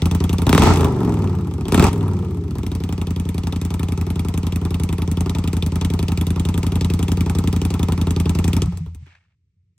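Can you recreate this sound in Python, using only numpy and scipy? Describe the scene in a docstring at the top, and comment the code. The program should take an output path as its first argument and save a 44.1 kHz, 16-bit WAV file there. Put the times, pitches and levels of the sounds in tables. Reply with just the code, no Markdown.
"""On a concrete driveway a 60-degree V-twin with two open pipes idles, is blipped twice, idles on and is cut.
Each exhaust valve opening spits a crack of gas and rings its pipe's modes; the closing rings them again.
Rasp and hiss follow load and speed; on a shut throttle a drone of crank orders hums through the pipes.
Soft strokes of plain air end the run, then a shoe scuffs; a far rumble lies under it all, heard by a phone."""
import sys
import numpy as np
from scipy import signal
from scipy.fft import rfft, irfft
from scipy.io import wavfile
from scipy.ndimage import uniform_filter1d

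SR = 44100
rng = np.random.default_rng(int(sys.argv[2]) if len(sys.argv) > 2 else 0)


def bounce(signal):
    """Save signal as a 16-bit WAV file at the path given by the first command-line argument."""
    frames = np.transpose(np.atleast_2d(signal))
    limited = np.clip(frames, -1, 1)
    pcm = np.round(limited * 32767).astype(np.int16)
    wavfile.write(sys.argv[1], SR, pcm)


def gain_from_decibels(decibels):
    """Convert decibel values to linear amplitude factors."""
    exponent = np.asarray(decibels, float) / 20
    return 10 ** exponent


N = 431290
TIME = np.arange(N) / SR
HZ = np.maximum(np.arange(N // 2 + 1) * SR / N, 1)
IDLE_CYCLE_S, STOP_S = 0.0905, 9.08
SPIT_STEP = 0.6  # octaves between the bands of a spit

# crank speed: idle hunts a little, two blips climb and coast back, the cut slows it sharply: t/s, speed/rpm
CRANK = [(0.0, 1288.4), (0.43, 1355.5), (0.5, 1983.3), (0.6, 2759.1), (0.66, 3644.5), (1.2, 2354.7),
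         (1.42, 1985.5), (1.58, 1660.7), (1.65, 1615.0), (1.69, 1752.7), (1.85, 2870.7), (1.89, 2672.9),
         (1.96, 2456.5), (2.67, 1413.7), (2.98, 1340.9), (3.07, 1302.8), (3.53, 1336.6), (3.93, 1324.1),
         (4.98, 1299.8), (5.12, 1242.0), (5.22, 1363.6), (5.58, 1297.6), (5.62, 1229.3), (5.86, 1350.5),
         (6.22, 1284.2), (6.41, 1311.8), (6.59, 1352.9), (6.9, 1318.9), (7.62, 1366.1), (7.93, 1299.9),
         (8.35, 1275.3), (8.58, 1395.6), (8.96, 442.8), (9.1, 891.9)]


def curve(table, column):
    """One column of a timed table, interpolated to every sample."""
    return np.interp(TIME, np.array(table)[:, 0], np.array(table)[:, column])


def over_hz(table):
    """A table over frequency, interpolated on a log axis to every bin."""
    f = np.maximum(np.array(table)[:, 0], 1)
    return np.interp(np.log(HZ), np.log(f), np.array(table)[:, 1])


def noise(spectrum, apart):
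    """Stereo coloured noise whose centre has rms 1; `apart` scales a part opposite in the two sides."""
    white = rng.standard_normal((2, N))
    mid, side = irfft(rfft(white) * gain_from_decibels(over_hz(spectrum)), N)
    return (mid + apart * side * np.array([[1], [-1]])) / mid.std()


def flutter(depth_db, size):
    """Random gain of the given rms depth, smoothed over `size` samples."""
    return gain_from_decibels(depth_db * uniform_filter1d(rng.standard_normal(N), size=size) * np.sqrt(size))


def train(s, size):
    """One click at each time."""
    out = np.zeros(N)
    np.add.at(out, np.clip((s * SR).astype(int), 0, N - 1), size)
    return out


def puff(clicks, rise_s, fall_s):
    """Envelope that swells and dies after each click, peak near the click's size."""
    t = np.arange(SR // 8) / SR
    shape = (1 - np.exp(-t / rise_s)) ** 2 * np.exp(-t / fall_s)
    return np.maximum(signal.fftconvolve(clicks, shape / shape.max())[:N], 0)


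def ring(hz, t60):
    """A struck mode: a sine that dies away by 60 dB in t60 seconds."""
    t = np.arange(SR // 4) / SR
    return np.sin(2 * np.pi * hz * t) * np.exp(-np.log(1000) * t / t60)


def crank():
    """Four-stroke cycles turned since the first firing, two crank turns to a cycle."""
    first_firing_s = 0.021
    cycles = np.cumsum(curve(CRANK, 1)) / 120 / SR
    return cycles - np.interp(first_firing_s, TIME, cycles)


def octaves():
    """Crank speed in octaves over an idle of 1320 rpm."""
    return np.log2(curve(CRANK, 1) / 1320)


def shut():
    """1 on a shut throttle, 0 on an open one; it takes a moment to close."""
    # the two blips: throttle opens/s, starts to shut/s
    blips = [(.44, .74), (1.68, 1.89)]
    closing_s = 0.04
    closed = np.ones(N)
    for opens, shuts in blips:
        still_open = np.clip((shuts + closing_s - TIME) / closing_s, 0, 1)
        closed = closed * (1 - (TIME > opens) * still_open)
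    return closed


def law(rule, lag_s=0):
    """A layer's level in dB from its idle level, the load, the crank speed and the ignition."""
    # combustion over idle: hard on open throttle, lean when coasting, fading after the cut: t/s, load/dB
    load = [(0, 0.5), (.44, -2.5), (.465, 10.5), (.53, 14.5), (.70, 11), (.73, 2), (.845, 4.5), (.87, -4.5),
            (.95, -8.5), (1.0, -1.5), (1.12, -0.5), (1.22, -2.5), (1.3, -6.5), (1.42, -11), (1.5, -10.5),
            (1.62, -5), (1.69, 3.5), (1.72, 13), (1.8, 15.5), (1.87, 9.5), (1.89, -7), (2.0, -5), (2.2, -9),
            (2.3, -11), (2.42, -18.5), (2.55, -5), (2.7, 0), (7.2, 0), (8.0, -2), (8.65, 0), (9.0, -13),
            (9.08, -39), (9.3, -86)]
    ignition_off_s = 8.645
    coast_full_octaves = 0.85  # below this speed over idle the idle control feeds fuel again, by degrees
    idle_db, up, down, per_octave_db, coast_db, unfired_db = rule
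    load_db = signal.lfilter([1], [1 + lag_s * SR, -lag_s * SR], curve(load, 1))
    level_db = idle_db + up * np.maximum(load_db, 0) + down * np.minimum(load_db, 0)
    level_db = level_db + per_octave_db * octaves()
    coast = shut() * np.clip(octaves() / coast_full_octaves, 0, 1)
    return level_db + coast_db * coast + unfired_db * (TIME > ignition_off_s)


def firings(cycles):
    """Valve openings of front and rear cylinder in turn, with the strength of each spit in dB."""
    # spit level: idle/dB, rise with load above and below idle/dB per dB, speed/dB per octave,
    # coasting/dB, unfired/dB
    crack_law = (-28, 3.95, 0.78, -2.5, -4, -20)
    # valve openings that stand out, hard or nearly missed: t/s, spit level/dB
    odd_firings = [(.3845, -26.5), (.4675, -18), (.4945, -12), (.5286, -9), (.5488, -10.5), (.5797, -7),
                   (.5961, -18.5), (.621, -11), (.6375, -16.5), (.6569, -17), (.6701, -15.5), (.689, -29),
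                   (.7076, -21.5), (.728, -34.5), (.8322, -29.5), (1.6833, -20), (1.7231, -15.5),
                   (1.7453, -10.5), (1.7772, -15.5), (1.7977, -9.5), (1.8248, -13), (1.8423, -11.5),
                   (1.8671, -17.5), (1.9322, -23.5), (4.983, -28), (5.3507, -24.5), (5.532, -23),
                   (5.8486, -21), (6.4523, -25), (6.631, -26.5), (6.8104, -25), (6.9022, -23.5),
                   (6.9941, -25), (7.1174, -20.5), (7.5295, -25), (7.6177, -26), (8.4431, -25.5),
                   (8.532, -22.5), (8.621, -24), (8.772, -42)]
    rear_turn = 300 / 720  # the rear valve opens 300 crank degrees after the front
    rear_pipe_shorter_s = 0.0015
    rear_louder_db, scatter_db = 3.5, np.array([3, 0.47])  # scatter of front, rear
    k = np.arange(2 * int(np.interp(STOP_S, TIME, cycles)) + 1)
    rear = k % 2
    s = np.interp(k // 2 + rear_turn * rear, cycles, TIME) - rear_pipe_shorter_s * rear
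    crack_db = np.interp(s, TIME, law(crack_law)) + rear_louder_db * rear
    crack_db = crack_db + scatter_db[rear] * rng.standard_normal(len(k))
    for at, db in odd_firings:
        crack_db[np.argmin(abs(s - at))] = db
    return s, crack_db


def pipes(s, cycle_s):
    """Both valve events strike the modes of the cylinder's own pipe; eddies in the flow keep them humming."""
    # modes of the front, then the rear pipe: f/Hz, t60/s, signed relative swing at valve opening, at closing
    pipe_modes = [
        [(57.5, 0.055, 0.95, -1.01), (85.2, 0.16, -2.37, -1.27), (99.4, 0.05, 1.24, 0.33),
         (161.0, 0.054, 2.72, 2.06), (184.5, 0.054, -1.07, -0.96), (286.4, 0.115, -0.39, -0.03),
         (373.1, 0.039, -0.82, 0.12), (428.1, 0.052, -0.11, -0.07)],
        [(69.1, 0.086, 1.6, 0.37), (87.8, 0.151, -1.71, -0.12), (143.9, 0.068, 1.2, 0.16),
         (175.4, 0.092, 0.72, 1.39), (192.8, 0.04, 0.6, -0.93), (262.8, 0.02, -3.06, 1.0),
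         (320.5, 0.06, 0.26, -0.09), (417.1, 0.02, 0.21, 0.25)],
    ]
    # boom, and upper modes over the boom: idle/dB, rise with load above and below idle/dB per dB,
    # speed/dB per octave, coasting/dB, unfired/dB
    boom_law = (-16.5, 0.8282, 0.82, 0, 1.5, -23)
    upper_law = (1.5, 0.2863, -0.35, 2, 3, 0)
    blowdown_s = (0.0014, 0.001)  # the pressure wave trails the first spit of gas: front, rear
    valve_open = (0.2903, 0.267)  # share of a cycle from opening to closing: front, rear
    upper_hz = 220
    chance = rng.standard_normal((len(s), 2))
    level_db = law(boom_law)
    boom_db = np.interp(s, TIME, level_db) + 0.54 * chance[:, 0]
    upper_db = np.interp(s, TIME, law(upper_law)) + 0.4 * chance[:, 1]
    # faster running packs more blows into a second, so each one is smaller for the same level
    size = gain_from_decibels(boom_db) * np.sqrt(cycle_s / IDLE_CYCLE_S)
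    upper = gain_from_decibels(upper_db)
    out, hum = 0, 0
    for k, modes in enumerate(pipe_modes):
        opening = s[k::2] + blowdown_s[k]
        closing = s[k::2] + valve_open[k] * cycle_s[k::2]
        eddies = rng.standard_normal(N)
        for hz, t60, at_opening, at_closing in modes:
            blow = size[k::2] * (upper[k::2] if hz > upper_hz else 1)
            # the valve seats gently, so its closing hardly reaches the upper modes
            seating = size[k::2] * (0.25 if hz > upper_hz else 1)
            blows = train(opening, at_opening * blow) + train(closing, at_closing * seating)
            mode = ring(hz, t60)
            out = out + signal.fftconvolve(blows, mode)[:N]
            hum = hum + signal.fftconvolve(eddies, mode)[:N]
    out = out + gain_from_decibels(level_db - 17) * hum / hum.std()
    # the wide pipe mouth passes little of the blow's treble
    return signal.sosfilt(signal.butter(3, 560, fs=SR, output="sos"), out)


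def bark(s, crack_db):
    """Strong blowdowns steepen into a shock front: a hard knock that grows faster than the spit."""
    knocks = train(s + 0.00055, gain_from_decibels(2.58 * (crack_db + 13.5) + 15))
    return signal.sosfilt(signal.butter(2, [450, 1600], "band", fs=SR, output="sos"), knocks)


def spits(s, crack_db):
    """A sharp spit of gas at each valve opening, with a softer jet behind it."""
    # colour of the escaping gas: f/Hz, relative density/dB per Hz
    crack_colour = [(880, -34), (1500, -16), (2490, 2), (3000, -1.5), (3540, 2.5), (4100, -6), (4850, -5),
                    (5940, -6.5), (6510, -8.5), (9080, -9.5), (10200, -10), (11300, -12), (13800, -20.5),
                    (15500, -13.5), (16800, -48.5)]
    # bands of a spit: centre f/Hz, rear over front level/dB
    bands = [(1400 * 2 ** (SPIT_STEP * k), db) for k, db in enumerate([7.0, -1.0, -2.5, -3.0, 1.5, 4, 1.0])]
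    jet, crack = rfft(noise(crack_colour, 0.22)), 0
    # the biggest spits carry less top, the faintest little else
    duller_db = 0.014 * np.maximum(crack_db + 27.5, 0) + 0.092 * np.clip(crack_db + 36.5, -10, 0)
    rear = np.arange(len(s)) % 2
    # no two spits have the same colour: each band draws its own strength
    chance = rng.standard_normal((len(s), len(bands)))
    for k, (hz, rear_db) in enumerate(bands):
        away = np.clip(np.log2(HZ / hz) / SPIT_STEP, -1, 1)
        band = irfft(jet * np.cos(np.pi / 2 * away) ** 2, N)
        band_db = crack_db + rear_db * rear + 2.3 * chance[:, k] - duller_db * k
        clicks = train(s - 0.0016, gain_from_decibels(band_db))
        sharp = gain_from_decibels(0.72) * puff(clicks, 0.00045, 0.0013)
        soft = gain_from_decibels(-11) * puff(clicks, 0.0023, 0.0091)
        crack = crack + band * (sharp + soft)
    return crack


def rasp(s, cycle_s):
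    """Noise in the pipe mouths: each blow sets its own rasp going over a continuous floor."""
    # colour of the rasp: f/Hz, relative density/dB per Hz
    rasp_colour = [(260, 2), (450, 3.5), (471, -14), (606, -9.5), (906, -0.5), (1090, -6.5), (1180, -6),
                   (1320, -6), (1500, -19), (1950, -22), (3300, -120)]
    # rasp level: idle/dB, rise with load above and below idle/dB per dB, speed/dB per octave,
    # coasting/dB, unfired/dB
    rasp_law = (-33, 0.66, 0.6, 11, -1, -6.5)
    level_db = law(rasp_law, lag_s=0.013)  # the gas stream builds up and drains behind the throttle
    # read just after the blow, so the rasp steps up with the first hard firing
    beat_db = np.interp(s + 0.011, TIME, level_db) + 1.9 * rng.standard_normal(len(s))
    beats = train(s - 0.001, gain_from_decibels(beat_db + 2.5) * np.sqrt(cycle_s / IDLE_CYCLE_S))
    swell = puff(beats, 0.00051, 0.0031) + gain_from_decibels(-3.0) * puff(beats, 0.012, 0.0087) + gain_from_decibels(level_db - 11.5)
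    # the gas swirls out unevenly
    return swell * flutter(2.0, 300) * noise(rasp_colour, 0.32)


def hiss():
    """The stream of gas hisses without beats, its level following load and speed."""
    # colour of the hiss: f/Hz, relative density/dB per Hz
    hiss_colour = [(760, -27), (1300, -8.5), (1480, -14.5), (2130, -4.5), (3120, -10.5), (3550, -12),
                   (5490, -13), (8750, -18), (10200, -45), (10900, -45), (12000, -47), (15600, -71.5),
                   (22000, -120)]
    # hiss level: idle/dB, rise with load above and below idle/dB per dB, speed/dB per octave,
    # coasting/dB, unfired/dB
    hiss_law = (-50, 0.92, 0.43, 12, -5, -1.5)
    # the gas stream builds up and drains behind the throttle
    return gain_from_decibels(law(hiss_law, lag_s=0.05)) * noise(hiss_colour, 0.91)


def coasting(cycles):
    """On a shut throttle the pistons only pump air: a fluttering drone locked to the crank, duller as it slows."""
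    # lines of the drone at 19 cycles a second: multiple of the cycle rate, relative level/dB
    pumping = [(2, -29), (3, -24), (4, -16), (5, -5), (6, -10), (7, -17), (8, -13), (9, -17), (10, -14),
               (11, -12), (12, -17), (13, -22), (14, -24), (15, -15), (16, -20), (17, -22), (18, -20),
               (19, -23), (20, -19), (21, -21), (22, -24), (23, -24), (24, -26), (25, -24), (26, -25),
               (27, -25), (28, -26), (29, -27), (30, -26)]
    # what the pipes pass of the drone: f/Hz, gain/dB
    drone_pipe = [(30, -28), (55, -17), (90, 3.5), (130, -3), (175, 1.5), (240, -2.5), (330, -1.5),
                  (420, 3), (470, -8), (600, -12)]
    flutter_db, flutter_step_s, full_flutter_order = 4, 0.07, 12  # the low lines flutter less
    dies_octaves = 0.13  # speed over idle below which the drone fades steeply
    speed = np.clip(np.gradient(cycles) * SR - 19, -6, 6)
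    knots = flutter_db * rng.standard_normal((len(pumping), 400))
    knot_s = flutter_step_s * np.arange(400)
    drone = 0
    for (order, db), start, wander in zip(pumping, rng.random(len(pumping)), knots):
        tilt_db = 0.026 * (order - 16.0) * speed
        wander_db = min(order / full_flutter_order, 1) * np.interp(TIME, knot_s, wander)
        drone = drone + gain_from_decibels(db + tilt_db + wander_db) * np.sin(2 * np.pi * (order * cycles + start))
    level_db = -18.5 + 6 * octaves() - 108 * np.maximum(dies_octaves - octaves(), 0)
    drone = np.sqrt(2) * gain_from_decibels(level_db) * shut() * drone
    return irfft(rfft(drone) * gain_from_decibels(over_hz(drone_pipe)), N) * (TIME < STOP_S)


def run_down():
    """Each last stroke swells softly into one note of a pipe."""
    # strokes of plain air around and after the ignition cut: t/s, pipe note f/Hz, peak level/dB, t60/s
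    strokes = [(8.639, 85.5, -25, 0.55), (8.676, 175, -12.5, 0.18), (8.726, 89.2, -20, 0.48),
               (8.755, 168, -25, 0.081), (8.804, 163, -19.5, 0.27), (8.866, 84.7, -23, 0.3),
               (8.955, 83.6, -27, 0.34), (9.02, 134, -31.5, 0.094), (9.061, 86, -56, .3)]
    push = np.hanning(SR // 150)
    out = np.zeros(N)
    for s, hz, db, t60 in strokes:
        note = np.convolve(ring(hz, t60), push)
        first = int(s * SR)
        out[first:first + len(note)] += gain_from_decibels(db) * note / note.max()
    return out


def wall(boom):
    """A wall on one side returns the upper part of the boom a little late, opposite in the two sides."""
    late = np.roll(boom, int(0.0036 * SR))
    late = signal.sosfilt(signal.butter(1, 700, "high", fs=SR, output="sos"), late)
    return gain_from_decibels(-13.5) * late * np.array([[1], [-1]])


def scuff():
    """A sole drags over concrete grit: coloured noise with a rough, fluttering level."""
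    # the drag of the sole: t/s, level/dB
    drag = [(9.02, -78), (9.038, -65), (9.056, -88), (9.061, -55.5), (9.085, -59), (9.158, -60.5),
            (9.18, -70), (9.232, -76), (9.35, -83)]
    # colour of sole on grit: f/Hz, relative density/dB per Hz
    sole_colour = [(290, -54), (500, -24.5), (1450, -17.5), (1810, -12), (1970, -19), (2210, -13),
                   (8000, -43), (10400, -71), (17600, -120)]
    gate = (TIME > drag[0][0]) & (TIME < drag[-1][0])
    return gain_from_decibels(curve(drag, 1)) * gate * flutter(3.0, 200) * noise(sole_colour, 0.54)


def rumble():
    """A far rumble: steady low noise, nearly the same in both sides."""
    # colour of the rumble: f/Hz, relative density/dB per Hz
    rumble_colour = [(18, -57), (30, -27), (70, -8), (92, -0.5), (140, -14), (167, -12), (222, -30),
                     (500, -43.5), (650, -70.5), (1100, -120)]
    return gain_from_decibels(-65.5) * noise(rumble_colour, 0.05)


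def scene():
    """Engine, shoe and rumble."""
    cycles = crank()
    s, crack_db = firings(cycles)
    cycle_s = np.append(s[2:] - s[:-2], [s[-1] - s[-3]] * 2)
    boom = pipes(s, cycle_s) + bark(s, crack_db) + coasting(cycles) + run_down()
    gas = spits(s, crack_db) + rasp(s, cycle_s) + hiss()
    return boom + wall(boom) + gas + scuff() + rumble()


def ports(x):
    """The phone's two sound ports differ in phase and colour, half of it put on each side."""
    # phase of the ports: f/Hz, lead of the left/radians
    port_phase = [(0, 0), (1640, 0.1), (3270, 1.6), (4050, 0.7), (5340, 2.0), (5860, 1.3), (6200, 0.6),
                  (7320, -5.8), (7580, -5.1), (8790, -7.0), (11600, -11.9), (12600, -13.3), (15200, -18.5),
                  (16500, -19.0)]
    # colour of the ports: f/Hz, left minus right/dB
    port_balance = [(60, 0.0), (110, 0.0), (200, 0.5), (380, 1.0), (700, 0.0), (1290, 0.5), (2380, -1.0),
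                    (4400, 2.5), (8120, 2.0), (15000, 0.0)]
    half = gain_from_decibels(over_hz(port_balance) / 2) * np.exp(0.5j * over_hz(port_phase))
    return irfft(rfft(x) * np.array([half, 1 / half]), N)


def gain_control(x):
    """Loud sound turns the gain down at once; it creeps back by a steady number of dB a second."""
    knee_db, slope, window_s, recovers_db_per_s = -15, 0.6, 0.12, 1.1157
    power = uniform_filter1d((x ** 2).mean(axis=0), size=int(window_s * SR))
    level_db = 10 * np.log10(power.clip(1e-12))
    creep_db = recovers_db_per_s * TIME
    wanted_cut_db = slope * np.maximum(level_db - knee_db, 0)
    cut_db = np.maximum.accumulate(wanted_cut_db + creep_db) - creep_db
    return x * gain_from_decibels(-cut_db)


def roll_off(x):
    """The treble ends steeply here."""
    return signal.sosfilt(signal.butter(12, 16990, fs=SR, output="sos"), x)


def record(dry):
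    """The phone's ports colour the sound, its deepest bass is cut, its gain ducks, its peaks are rounded."""
    x = signal.sosfilt(signal.butter(4, 46, "high", fs=SR, output="sos"), ports(dry))
    x = gain_control(x)
    mix = np.tanh(0.94 * x) / 0.84
    return roll_off(mix)


dry = scene()
out = record(dry)
bounce(out)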